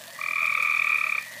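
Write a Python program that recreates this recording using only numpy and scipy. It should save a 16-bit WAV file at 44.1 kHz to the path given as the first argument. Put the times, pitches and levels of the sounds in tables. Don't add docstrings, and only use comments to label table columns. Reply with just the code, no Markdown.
import sys
import numpy as np
from scipy import signal
from scipy.fft import rfft, irfft, next_fast_len
from scipy.io import wavfile
from scipy.ndimage import uniform_filter1d, map_coordinates

SR = 44100
rng = np.random.default_rng(int(sys.argv[2]) if len(sys.argv) > 2 else 0)


def wav_out(sig):
    wavfile.write(sys.argv[1], SR, np.round(np.clip(np.atleast_2d(sig).T, -1, 1) * 32767).astype(np.int16))


N = 61739
TIME = np.arange(N) / SR

def amp(db):
    return 10 ** (np.asarray(db) / 20)

def unit(x):
    return x / np.sqrt(np.mean(x ** 2) + 1e-20)

def along(points, hz):
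    f, v = np.transpose(points)
    return np.interp(np.log(hz + 1), np.log(f + 1), v)

def read(rows, t):
    s, *cols = np.transpose(rows)
    return [np.interp(t, s, c) for c in cols]

def wobble(rate):
    knots = rng.standard_normal(int(N * rate / SR) + 4)
    return map_coordinates(knots, [TIME * rate])

def filtered(x, response):
    m = next_fast_len(N + SR // 2)
    return irfft(rfft(x, m) * response(np.fft.rfftfreq(m, 1 / SR)), m)[:N]

def coloured(x, spectrum):
    return filtered(x, lambda hz: amp(along(spectrum, hz)))

def bell(u, rise, fall):
    return np.exp(-.5 * (u / np.where(u < 0, rise, fall)) ** 2)

# frequency in Hz, rms level in dB.
MOTOR_PARTIALS = [(112.2, -66), (157.1, -68.5), (201.9, -68), (246.7, -74)]
def motor():
    return sum(amp(db + 1.9 * wobble(5.6)) * np.sqrt(2) * np.sin(2 * np.pi * (hz * TIME + rng.random()))
               for hz, db in MOTOR_PARTIALS)

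# frequency in Hz, relative level in dB.
AIR_SPECTRUM = [(25, -23), (50, -23), (85, -11), (130, -3.5), (260, -1), (380, -10.5), (600, 8),
                (780, -2.5), (920, 3.5), (1150, 4), (1400, -3.5), (1800, 11), (2200, -3.5), (2450, 3.5),
                (2700, 2), (3400, 1), (4800, -1.5), (9000, -3.5), (15000, -6.5)]
def night_air(rms_db=-44.5, flicker_db=1.73, patchy_db=1.5):
    noise = rng.standard_normal(N) * amp(flicker_db * wobble(450))
    cells = signal.stft(noise, nperseg=256)[2]
    patches = uniform_filter1d(rng.standard_normal(cells.shape), size=14, axis=0)
    patches = unit(uniform_filter1d(patches, size=6, axis=1))
    hiss = signal.istft(cells * amp(patchy_db * patches), nperseg=256)[1][:N]
    return amp(rms_db) * unit(coloured(hiss, AIR_SPECTRUM))

# time in seconds, pulses per second, throat resonance in Hz, level in dB.
TOAD_TRILL = [(0, 110, 1580, -59), (.08, 120, 1770, -54), (.16, 124.5, 1920, -47.5),
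              (.28, 127.6, 2003, -42), (.5, 125.7, 1956, -46.5), (.7, 123.4, 1960, -43.5),
              (.9, 121.4, 1910, -41), (1.15, 120.3, 1888, -45), (1.4, 119.2, 1895, -42.5)]
def toad(width_s=.002, rough_db=1.2):
    rate, hz, db = read(TOAD_TRILL, TIME)
    from_peak_s = (np.cumsum(rate) / SR % 1 - .5) / rate
    rings = bell(from_peak_s, width_s, width_s) * np.cos(2 * np.pi * hz * from_peak_s)
    return amp(db + rough_db * wobble(70)) * unit(rings)

# time in seconds, level in dB.
FAR_TOAD_LEVELS = [(0, -70), (.1, -66), (.2, -49.5), (.5, -53), (1.0, -48), (1.4, -50.5)]
def chorus(centre_hz, width_hz, pulse_hz, db):
    phase = 2 * np.pi * np.cumsum(pulse_hz * (1 + .0983 * wobble(15))) / SR
    gain = amp(db + wobble(5.7))
    band = filtered(rng.standard_normal(N), lambda hz: bell(hz - centre_hz, width_hz, width_hz))
    return gain * unit(band * (1 + np.cos(phase)))

# peak time in seconds, pitch in Hz, length in seconds, level in dB.
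CROAK_NOTES = [(0.014, 616, 0.03, -45.5), (0.087, 660, 0.032, -44), (0.138, 560, 0.02, -44.5),
               (0.199, 629, 0.036, -50.5), (0.244, 610, 0.021, -44), (0.314, 625, 0.046, -45),
               (0.428, 645, 0.03, -41.5), (0.591, 530, 0.017, -42.5), (0.601, 596, 0.023, -48),
               (0.952, 467.4, .05, -57), (1.058, 627.5, 0.073, -45.5), (1.161, 530, 0.02, -47),
               (1.383, 604.7, 0.052, -45.5)]
def far_croaks(waver=.0274):
    out = np.zeros(N)
    for s, hz, length, db in CROAK_NOTES:
        phase = 2 * np.pi * np.cumsum(hz * (1 + waver * wobble(200))) / SR
        out += amp(db) * bell(TIME - s, length / 4, length / 3) * np.sin(phase)
    return out

# start in seconds, level in dB before filtering.
FIRE_POPS = [(.038, -28.5), (0.059, -39), (.462, -27), (.54, -34), (.627, -27.5), (.632, -31),
             (0.913, -32.5), (.946, -30.5), (.973, -35), (1.226, -31)]
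# frequency in Hz, gain in dB.
FIRE_SPECTRUM = [(30, -50), (200, -16), (500, -2), (1500, 2), (3500, 10), (7000, 4), (15000, -0.5)]
def fire(tick_db=-39, scatter_db=4, decay_s=.0014):
    ticks = [(a * N / SR, tick_db + scatter_db * (2 * b - 1)) for a, b in rng.random((110, 2))]
    out, t = np.zeros(N + SR), TIME[:SR // 50]
    for s, db in FIRE_POPS + ticks:
        out[int(s * SR):][:len(t)] += amp(db) * np.exp(-t / decay_s) * rng.standard_normal(len(t)) / 2
    return coloured(out[:N], FIRE_SPECTRUM)

FIRST_RHYTHM = (.1917, .02385, .000016, 0)
SECOND_RHYTHM = (.3665, .0263, .000028, .003)
# time in seconds, level in dB, pitch in Hz, octave over fundamental in dB.
FIRST_VOICE = [(0.188, -31, 1139, -8.5), (0.218, -27.5, 1183, 6.5), (.26, -27.5, 1178, 9),
               (.41, -29.5, 1201, 12), (.6, -25, 1190, 8.5), (.8, -35.5, 1193, 21), (.95, -26, 1199, 10.5)]
SECOND_VOICE = [(0.367, -27, 1155, 4.8), (0.401, -30.5, 1170, 11.4), (0.649, -27.5, 1178, 9.5),
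                (.93, -28, 1199, 10.4), (1.07, -27.5, 1195, 10.5), (1.183, -30, 1180, 11.6)]
FIRST_ENVELOPE = (0.00026, 0.0022, 0.0025)
SECOND_ENVELOPE = (.003, .0046, .0017)
# time in seconds, extra level in dB.
CHIRP_OVERLAPS = [(.36, 0.5), (.553, 3), (.578, 2), (.822, 1.5)]
def tree_frog(rhythm, voice, envelope, count, rise_s, fall_s, sweep_hz_per_s, third_db, sharp_hz=9):
    start, gap, slowing, last_lag = rhythm
    lag, rise, fall = envelope
    out, k = np.zeros(N), np.arange(count)
    for s in start + gap * k + slowing * k ** 2 + last_lag * (k == count - 1):
        db, hz, octave_db = read(voice, s)
        db += sum(extra for when, extra in CHIRP_OVERLAPS if abs(when - s) < .005)
        span = abs(TIME - s) < .02
        u = TIME[span] - s
        detune, low_db, scatter = rng.standard_normal(3)
        pitch = hz * (1 + .0028 * detune) + sweep_hz_per_s * np.clip(u, -.005, .007)
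        phase = 2 * np.pi * (np.cumsum(pitch) / SR + rng.random())
        fundamental = amp(low_db) * bell(u - lag, rise, fall) * np.sin(phase + 2 * np.pi * sharp_hz * u)
        overtones = bell(u, rise_s, fall_s) * (np.sin(2 * phase) + amp(third_db) * np.sin(3 * phase))
        out[span] += amp(db + .5 * scatter) * (fundamental + amp(octave_db) * overtones)
    return out

# frequency in Hz, relative level in dB.
RASP_SPECTRUM = [(600, -45), (950, 1), (1450, 10.5), (1800, -4), (2800, 2.5), (3200, 1.5), (5000, -13),
                 (9000, -32)]
def rasp(chirps, db=-23):
    envelope = np.sqrt(abs(uniform_filter1d(chirps ** 2, size=200)))
    return amp(db) * unit(coloured(rng.standard_normal(N), RASP_SPECTRUM)) * envelope

def ground_echo(x, delay_s, db):
    return amp(db) * filtered(x, lambda hz: np.exp(-2j * np.pi * hz * delay_s))

# frequency in Hz, time to fall 60 dB in seconds.
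TREE_DECAY = [(500, 0.2), (1200, 0.27), (2400, 0.33), (6000, 0.28)]
def trees(x):
    hz, t, cells = signal.stft(rng.standard_normal(SR // 2), SR, nperseg=256)
    decay = amp(-60 * t / along(TREE_DECAY, hz)[:, None])
    tail = signal.istft(cells * decay, SR, nperseg=256)[1]
    tail /= np.sqrt(np.mean(abs(rfft(tail, SR)[1000:2600]) ** 2))
    return signal.fftconvolve(x, tail)[:N]

def scene():
    first = tree_frog(FIRST_RHYTHM, FIRST_VOICE, FIRST_ENVELOPE, count=32,
                      rise_s=.0018, fall_s=.0018, sweep_hz_per_s=17110, third_db=-26)
    second = tree_frog(SECOND_RHYTHM, SECOND_VOICE, SECOND_ENVELOPE, count=31,
                       rise_s=.0029, fall_s=.0031, sweep_hz_per_s=19640, third_db=-23.5)
    echoes = ground_echo(first, delay_s=.0105, db=-16) + ground_echo(second, delay_s=.01, db=-12)
    chirps = first + second + echoes
    near = chirps + rasp(chirps)
    croaks = far_croaks()
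    far_toads = chorus(centre_hz=1994, width_hz=55, pulse_hz=98, db=read(FAR_TOAD_LEVELS, TIME)[0])
    insects = chorus(centre_hz=4415, width_hz=70, pulse_hz=55, db=-58)
    far = toad() + croaks + far_toads + insects
    reverberation = amp(-9.5) * trees(chirps) + amp(-4.5) * trees(croaks)
    return (near + far + reverberation + fire() + motor() + night_air())[None]

def record(dry):
    return filtered(dry[0], lambda hz: hz < 15500)[None]

dry = scene()
out = record(dry)
wav_out(out)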